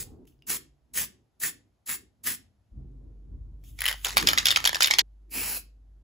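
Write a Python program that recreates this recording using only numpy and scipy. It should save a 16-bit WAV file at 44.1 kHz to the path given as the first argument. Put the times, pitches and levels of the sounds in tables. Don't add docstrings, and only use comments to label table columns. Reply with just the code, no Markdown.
import sys
import numpy as np
from scipy import signal
from scipy.fft import rfft, irfft, next_fast_len
from scipy.io import wavfile
from scipy.ndimage import uniform_filter1d

SR = 44100
rng = np.random.default_rng(int(sys.argv[2]) if len(sys.argv) > 2 else 0)


def generate_wav(sig):
    pcm = np.round(np.clip(np.atleast_2d(sig).T, -1, 1) * 32767).astype(np.int16)
    wavfile.write(sys.argv[1], SR, pcm)


N = 265923


def gain_of(db):
    return 10 ** (np.asarray(db) / 20)


def evened(x):
    return x / np.sqrt(np.mean(x ** 2) + 1e-20)


def read(points, hz):
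    f, value = np.transpose(points)
    return np.interp(np.log(hz + 1), np.log(f + 1), value, left=-90, right=-90)


def peak(s, db, rise, fall):
    late = np.arange(N) / SR - s
    return gain_of(db + np.minimum(rise * late, -fall * late))


def add(mix, s, sound):
    part = mix[:, round(s * SR):][:, :sound.shape[1]]
    part += sound[:, :part.shape[1]]


def resonate(x, hz, width):
    return signal.lfilter(*signal.iirpeak(hz, hz / width, SR), x)


def boomy(hz, width):
    return evened(resonate(resonate(rng.standard_normal(N), hz, width), hz, width))


def filtered(x, hz, kind, order=2):
    return signal.lfilter(*signal.butter(order, hz, kind, fs=SR), x)


def lead(x, turns):
    f, half = np.transpose(turns)
    size = next_fast_len(x.shape[1] + 2048)
    turn = np.exp(1j * np.pi * np.interp(np.fft.rfftfreq(size, 1 / SR), f, half))
    return np.array([x[0], irfft(rfft(x[1], size) * turn, size)[:x.shape[1]]])


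def noise(colour, same, patchy_db, size=256):
    hop = size // 4
    hz = np.fft.rfftfreq(size, 1 / SR)
    a, b, c, d, patches = rng.standard_normal((N // hop + 5, len(hz), 5)).T
    patches = uniform_filter1d(patches, size=3, axis=0)
    patches = evened(uniform_filter1d(patches, size=24, axis=1))
    left = a + 1j * b
    z = np.array([left, same * left + np.sqrt(1 - same ** 2) * (c + 1j * d)])
    z *= gain_of(read(colour, hz)[:, None] + patchy_db * patches)
    return evened(signal.istft(z, nperseg=size, noverlap=size - hop)[1][:, :N])


# pitch_hz, t60_s
WALLS = [(200, 0.057), (1000, 0.23), (3000, 0.27), (8000, 0.21), (15000, 0.14)]


def walls(x, same):
    taps = rng.standard_normal((2, SR // 2))
    taps[1] = same * taps[0] + np.sqrt(1 - same ** 2) * taps[1]
    hz, t, z = signal.stft(taps, SR, nperseg=128)
    t60 = np.interp(hz, *np.transpose(WALLS))
    tail = signal.istft(z * gain_of(-60 * t / t60[:, None]), SR, nperseg=128)[1]
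    tail[:, :150] = 0
    tail /= np.linalg.norm(tail[0])
    return signal.fftconvolve(x.mean(0)[None], tail, axes=1)[:, :N]


LEAK_DB = [-17.5, -16.5]
LEAK_S = [0.003, 0.0083]
PRESS_CURVE = [0.79, 1.98]
SAG_DB_PER_S = [146, 8]
SHUT_DB_PER_S = [748, 370]
HOLLOW_FADE = [0.98, 0.36]
HOLLOW_DB_PER_S = [29, 40]


def valve(presses, kind):
    seating_s, seat_db_per_s = 0.03, 700
    jet, hollow = np.zeros(N), np.zeros(N)
    for s, press, db, lift, hollow_db in presses:
        t = np.arange(N) / SR - s
        held = np.maximum(t - press, 0)
        unopened = np.clip(1 - t / press, 0, 1) ** PRESS_CURVE[kind]
        unopened += np.maximum(-t, 0) / LEAK_S[kind]
        under = LEAK_DB[kind] * unopened - SAG_DB_PER_S[kind] * held
        under -= SHUT_DB_PER_S[kind] * np.maximum(t - lift, 0)
        under -= seat_db_per_s * np.maximum(t - lift - seating_s, 0)
        under = np.maximum(under, -120)
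        jet += gain_of(db + under)
        hollow += gain_of(db + hollow_db + (1 + HOLLOW_FADE[kind]) * under - HOLLOW_DB_PER_S[kind] * held)
    return 20 * np.log10(jet), 20 * np.log10(hollow / jet)


def spray(presses, colour, hollow_hz, width, flutter_db, kind):
    jet = noise(colour, same=0.81, patchy_db=2.0, size=512)
    jet_db, hollow_db = valve(presses, kind)
    low = signal.filtfilt(*signal.butter(2, 4000, fs=SR), jet)
    jet += low * (gain_of(0.86 * np.minimum(jet_db + 36.5, 0)) - 1)
    hollow = boomy(hollow_hz, width)
    flutter = evened(uniform_filter1d(rng.standard_normal(N), size=150))
    level = gain_of(jet_db + 1.5 + flutter_db * flutter)
    return level * (jet + gain_of(hollow_db - 7.0) * hollow)


# start_s, press_s, level_db, lift_after_s, hollow_relative_db
PUFFS = [
    (-.07, .03, -31, 0.098, -3.5),
    (.469, .034, -27, 0.1, -10),
    (.938, 0.035, -26.5, .11, -5),
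    (1.401, 0.036, -27, 0.093, -1.5),
    (1.862, 0.032, -29.5, .095, -2),
    (2.237, 0.035, -28, 0.11, 0),
]
# pitch_hz, level_db
PUFF_JET = [(150, -3), (600, -17), (1100, -10), (2500, -7), (4000, -8), (6000, -6.5), (8500, 3),
            (12000, -2.5), (15500, 0), (16000, -32.5)]


def puffs():
    return spray(PUFFS, PUFF_JET, 1858, 500, flutter_db=1.5, kind=0)


# start_s, hum_db, hum_drift_db_per_s, rumble_db, murmur_db
TAKES = [
    (0, -140, 0, -56.5, -60),
    (.253, -140, -2, -73.5, -84.5),
    (2.722, -49, 2, -57.5, -67.5),
    (4.29, -53, -6, -53, -56.5),
    (5.03, -52.5, -1, -66, -77),
]
HUM_HZ = [48.66, 49.4, 48.6, 49.5, 50.2]
# peak_s, rumble_db, murmur_relative_db
JOLTS = [(.01, -59, 7), (.13, -67, 9), (.28, -64, -5.5), (.51, -55, 3.5), (.98, -56.5, 7), (1.46, -59, 5.5),
         (1.93, -59.5, 1.5), (2.28, -61.5, 9), (2.79, -42.5, -13.5), (3.05, -61, -0.5), (3.329, -48, -13),
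         (4.171, -53.5, 8.5), (4.24, -41.5, -1.5), (5.38, -52.5, 6), (5.5, -70.5, 12.5)]
# pitch_hz, level_db
RUMBLE = [(15, -39), (25, -11.5), (38, -15.5), (54, 4), (91, -4), (135, -5), (167, -17.5), (200, -13),
          (260, -40), (440, -120)]
# pitch_hz, level_db
MACHINES = [(88, -34), (150, -9), (177, -17), (267, -8.5), (375, -14), (578, -30.5), (681, -34.5),
            (1150, -39), (1500, -51), (1950, -82), (3300, -120)]
# pitch_hz, level_db
HISS = [(400, 0), (700, 4), (1000, -5), (1400, -5.5), (2200, -10.5), (6500, -14.5), (9500, -14.5),
        (12500, -17), (13800, -22.5), (14500, -48)]


def jolted(base_db, share, fall_db_per_s):
    jolts = sum(peak(s, db + share * relative_db, 350, fall_db_per_s) for s, db, relative_db in JOLTS)
    return uniform_filter1d(gain_of(base_db) + jolts, size=600)


def workshop():
    t = np.arange(N) / SR
    take = np.searchsorted(np.array(TAKES)[1:, 0], t)
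    s, hum_db, drift, rumble_db, murmur_db = np.array(TAKES)[take].T
    rumble = jolted(rumble_db, 0, fall_db_per_s=85)
    machines = jolted(murmur_db, 1, fall_db_per_s=115)
    motor = uniform_filter1d(gain_of(hum_db + drift * (t - s)), size=600)
    boom = boomy(133, 37) * motor / motor.max()
    low = rumble * (noise(RUMBLE, same=0.88, patchy_db=4.5, size=4096) + 0.47 * boom)
    murmur = machines * noise(MACHINES, same=0.63, patchy_db=2.8, size=1024)
    hiss = gain_of(-81.5) * noise(HISS, same=0.4, patchy_db=0.6)
    hum = np.sqrt(2) * motor * np.sin(2 * np.pi * np.cumsum(np.array(HUM_HZ)[take]) / SR)
    return hum + low + murmur + hiss


# start_s, peak_db, ring_hz, upper_ring_relative_db, ringing_share
TICKS = [
    (0.2533, -50.5, 2800, -15, 0.2),
    (0.2757, -45, 3020, -8, 0.4),
    (0.3242, -61, 2890, -17.5, 0.9),
    (0.3906, -74.5, 2960, 9, 0.9),
    (0.4226, -41.5, 2860, -10.5, 0.7),
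    (3.6391, -42.5, 2410, -21.5, 0.3),
    (5.2961, -55, 2350, -8.5, 0.4),
]
# peak_s, level_db, rise_db_per_s, fall_db_per_s
RUSTLE = [
    (.272, -63, 5000, 280),
    (3.642, -62, 3000, 150),
    (3.695, -60, 300, 350),
    (3.787, -58, 500, 5000),
    (3.95, -55, 2000, 75),
    (4.045, -46, 600, 5000),
]
# pitch_hz, level_db
RUSTLE_COLOUR = [(1000, -20.5), (2000, -15), (3200, 0), (4200, -10.5), (7000, -2), (11000, -1), (15500, 0),
                 (16000, -56)]


def ticks():
    out, t = np.zeros((2, N)), np.arange(1500) / SR
    for (s, db, hz, upper_db, ring), puff in zip(TICKS, rng.standard_normal((len(TICKS), len(t)))):
        rings = np.sin(2 * np.pi * hz * t) + gain_of(upper_db) * np.sin(2 * np.pi * 5000 * t)
        tick = ring * gain_of(-60 * t / 0.009) * rings * np.minimum(t / 0.0006, 1)
        tick += 0.34 * (1 - ring) * puff * gain_of(-60 * t / 0.012)
        add(out, s, gain_of(db) * np.array([tick, tick]))
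    level = sum(peak(*row) for row in RUSTLE)
    level += peak(0, -51, 1, 220)
    return out + level * noise(RUSTLE_COLOUR, same=0.6, patchy_db=2.5)


# start_s, peak_db, patch_hz
ROLLING = [(3.789, -26, 2336), (3.8058, -20, 2415), (3.818, -14.5, 2202), (3.8402, -17.5, 1994),
           (3.8552, -10.5, 3060), (3.8634, -11, 2993), (3.8791, -15.5, 3080), (3.885, -10, 3077),
           (3.8934, -15, 2110), (3.9018, -21.5, 1950), (3.9129, -19.5, 1950), (3.9268, -23, 2950),
           (4.0134, -42.5, 3066), (4.0472, -13.5, 3454), (4.0535, -19, 6440), (4.0847, -22.5, 6485),
           (4.0935, -28.5, 2650), (4.1046, -35, 3340)]
# start_s, peak_db, patch_hz, squareness_extra_crack_db
LANDINGS = [(4.1694, -4.5, 1746, 9), (4.179, -7, 4294, 12.5), (4.1983, -18, 4400, 0.5),
            (4.272, -3.5, 4994, 3.5), (4.2869, -6.5, 3300, 8), (4.3759, -8.5, 1987, 0.5),
            (4.3834, -6, 4102, -7.5), (4.4561, -3, 3562, 7.5), (4.4681, -7.5, 3354, 9),
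            (4.4843, -7, 3954, 0), (4.5053, -7.5, 3678, 1.5), (4.5137, -8, 3620, 11),
            (4.56, -6, 2783, -7.5), (4.6522, -7, 3104, -5.5), (4.6588, -7.5, 1684, 9.5),
            (4.6739, -5.5, 3386, 11.5), (4.7458, -12.5, 2623, -5.5), (4.8062, -9, 1400, 1),
            (4.8213, -6.5, 4620, -4), (4.83, -6.5, 4955, 17), (4.838, -12, 3620, 3),
            (4.8439, -5.5, 4015, -1.5), (4.8589, -12, 3388, 11), (4.872, -12, 3045, 15),
            (4.9094, -8.5, 2220, -6.5), (4.9366, -12.5, 2654, -1.5), (4.9854, -6, 2983, 9),
            (4.9916, -2.5, 4440, 5.5)]
# start_s, peak_db
BOUNCES = [(4.2255, -18.5), (4.3052, -18.5), (4.3324, -9.5), (4.3997, -28), (4.4285, -29), (4.5232, -16.5),
           (4.5713, -11.5), (4.6019, -26), (4.6415, -15), (4.6925, -11), (4.73, -17), (4.7561, -13),
           (4.7672, -21), (4.8104, -22), (4.8814, -17.5), (4.9044, -19.5)]
# crack_above_6khz_relative_db, thud_below_1500hz_relative_db, scrape_t60_s
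CONTACT = [
    (-8.5, -20.5, 0.043),
    (-22, -13.5, 0.068),
    (-16, -8, 0.014),
]
MOVED_S = 4.14


def contacts_in_time():
    rolling, landing, bounce = CONTACT
    side_wall_hz, dulling_db_per_s, thud_db_per_octave = 1757, -1.5, -9
    rows = [(*r, 0, *rolling) for r in ROLLING]
    rows += [(*r, *landing) for r in LANDINGS]
    rows += [(*r, side_wall_hz, 0, *bounce) for r in BOUNCES]
    return [(s, db, hz, crack_db + extra_db + dulling_db_per_s * max(s - MOVED_S, 0),
             thud_db + thud_db_per_octave * np.log2(hz / 2500), scrape)
            for s, db, hz, extra_db, crack_db, thud_db, scrape in sorted(rows)]


# pitch_hz, level_db, time_to_fall_100_db_s
TIN = [(1820, -10.5, 0.0088), (3050, -12, 0.17), (2923, -11, 0.03), (3570, -25.5, 0.054), (4130, 2, 0.14),
       (4270, -3, 0.17), (5496, -31, 0.093), (6428, -26.5, 0.12), (6870, -1, 0.11), (6800, 6.5, 0.055)]


def strike(row, luck):
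    s, db, hz, crack_db, thud_db, scrape = row
    t = np.arange(luck.shape[1]) / SR
    shimmer = 0.55 * gain_of(-60 * t / np.clip(scrape, 0.01, 0.12))
    scuff = (luck + 0.5 * luck[::-1]) * (gain_of(-60 * t / 0.006) + shimmer)
    scuff[:, 2:4] += [[7, -6]]
    wall = 0
    for (f, mode_db, t60), g in zip(TIN, luck[0]):
        wall = wall + gain_of(mode_db + 4.0 * g - 100 * t / t60) * np.sin(2 * np.pi * f * (1 + 0.04 * g) * t)
    body = filtered(scuff, [1500, 6000], "bandpass")
    crack = filtered(scuff * gain_of(-60 * t / 0.1), [6000, 13500], "bandpass")
    thud_hz = 1100 + 200 * np.tanh(luck[1, 0])
    thud = gain_of(-60 * t / 0.013) * np.sin(2 * np.pi * thud_hz * t) * np.minimum(t / 0.0006, 1)
    patch = gain_of(-60 * t / 0.011) * np.sin(2 * np.pi * hz * t + 0.8 * luck[:, 8:9])
    sound = 0.55 * patch + 0.8 * body / abs(body).max() + 0.1 * wall / abs(wall).max()
    sound = sound + gain_of(crack_db + 11.5) * crack / abs(crack).max()
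    sound = sound + gain_of(thud_db + np.array([[-4.0], [1.5]])) * thud
    contacts = np.zeros(128)
    contacts[[0, 25]] = 0.3, 1
    chatter = 45 + (35 * abs(luck[1, 1:4])).astype(int)
    contacts[np.clip(chatter, 0, 127)] = 0.4 * luck[1, 4:7]
    sound = filtered(signal.convolve(sound, contacts[None]), 550, "highpass")
    return s, gain_of(db + 1.85) * sound / abs(sound).max()


# peak_s, level_db
SLOSH = [(3.79, -45), (3.82, -42), (3.86, -38), (3.89, -41.5), (3.92, -53.5), (4.046, -29.5), (4.173, -29),
         (4.274, -27.5), (4.38, -39.5), (4.456, -32.5), (4.51, -42.5), (4.56, -42), (4.646, -36.5),
         (4.748, -40), (4.812, -29.5), (4.912, -45)]
# pitch_hz, level_db
SLOSH_COLOUR = [(300, -27), (600, -6), (1500, -2.5), (3000, -4.5), (5000, -4), (7000, -7), (11000, -10.5),
                (15500, -15), (16000, -38)]
# peak_s, level_db, rise_db_per_s, fall_db_per_s
ROLL = [
    (3.846, -30, 600, 150),
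    (3.89, -36, 400, 100),
]
# pitch_hz, lead_half_turns
CAN_RIGHT = [(0, 0), (400, .15), (1000, .95), (1500, 1.1), (3000, 2), (3700, 2.25), (4600, 2), (22050, 2)]


def shaken_can():
    roll_end_s, cut_s = 3.935, 5.017
    can, t = np.zeros((2, N)), np.arange(N) / SR
    rows = contacts_in_time()
    for row, luck in zip(rows, rng.standard_normal((len(rows), 2, 3500))):
        add(can, *strike(row, luck))
    grit = gain_of(3.6 * evened(uniform_filter1d(rng.standard_normal(N), size=80)))
    slide = sum(peak(*row, 2500, 170) for row in SLOSH)
    slide *= np.clip(abs(t - roll_end_s - 0.06) / 0.01 - 4.5, 0.25, 1)
    can += slide * noise(SLOSH_COLOUR, same=0.6, patchy_db=3.0) * evened(grit)
    roll = sum(peak(*row) for row in ROLL) * np.minimum(gain_of(900 * (roll_end_s - t)), 1)
    can += gain_of(-8.0) * roll * boomy(1950, 170)
    facing_away = filtered(can, 5000, "lowpass", order=1)
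    direct = can * (t < MOVED_S) + lead(can * (t >= MOVED_S), CAN_RIGHT)
    can = direct + gain_of(-12.0) * walls(facing_away, same=0.49)
    return can * np.clip((cut_s - t) / 0.006 + 0.5, 0, 1) ** 2


# start_s, press_s, level_db, lift_after_s, hollow_relative_db
STROKE = [
    (5.31, 0.069, -33.5, 0.26, -1.9),
]
# pitch_hz, level_db
STROKE_JET = [(150, -9), (700, -10), (1500, -7.5), (3000, -8), (3550, -18), (4100, -6.5), (5500, -5.5),
              (6300, -10), (7000, -4), (9500, 0), (12000, -0.5), (15500, -1), (16000, -22)]


def stroke():
    return spray(STROKE, STROKE_JET, 2526, 734, flutter_db=1.0, kind=1)


def scene():
    near = puffs() + stroke() + ticks()
    return near + gain_of(-10.0) * walls(near, same=0.11) + shaken_can() + workshop()


def band_limit(x):
    return signal.sosfilt(signal.butter(12, 16990, fs=SR, output="sos"), x)


# pitch_hz, lead_half_turns
PORTS = [(0, 0), (7000, 0), (8650, 1), (9250, 1), (10600, 2), (11500, 2), (12950, 3), (13700, 3),
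         (15000, 4), (22050, 4)]


def record(dry):
    shared_hz, edge_hz = 6300, 15900
    dry = np.pad(dry, ((0, 0), (0, 2048)), "reflect", reflect_type="odd")
    side = (dry[0] - dry[1]) / 2
    loudness = np.sqrt(abs(uniform_filter1d(dry.mean(0) ** 2, size=400)))
    kept = np.clip(0.03 + 40 * loudness ** 1.7, 0, 0.9)
    low_side = signal.oaconvolve(side, signal.firwin(255, shared_hz, fs=SR), "same")
    side = low_side * (1 - kept) + kept * side
    dry = dry.mean(0) + np.array([side, -side])
    dry = signal.oaconvolve(dry, signal.firwin(255, edge_hz, fs=SR)[None], "same") + 0.14 * dry
    dry = 1.5 * np.tanh(lead(dry, PORTS)[:, :N] / 1.5)
    dry *= np.minimum(np.arange(N)[::-1] / 300, 1)
    return band_limit(dry)


dry = scene()
out = record(dry)
generate_wav(out)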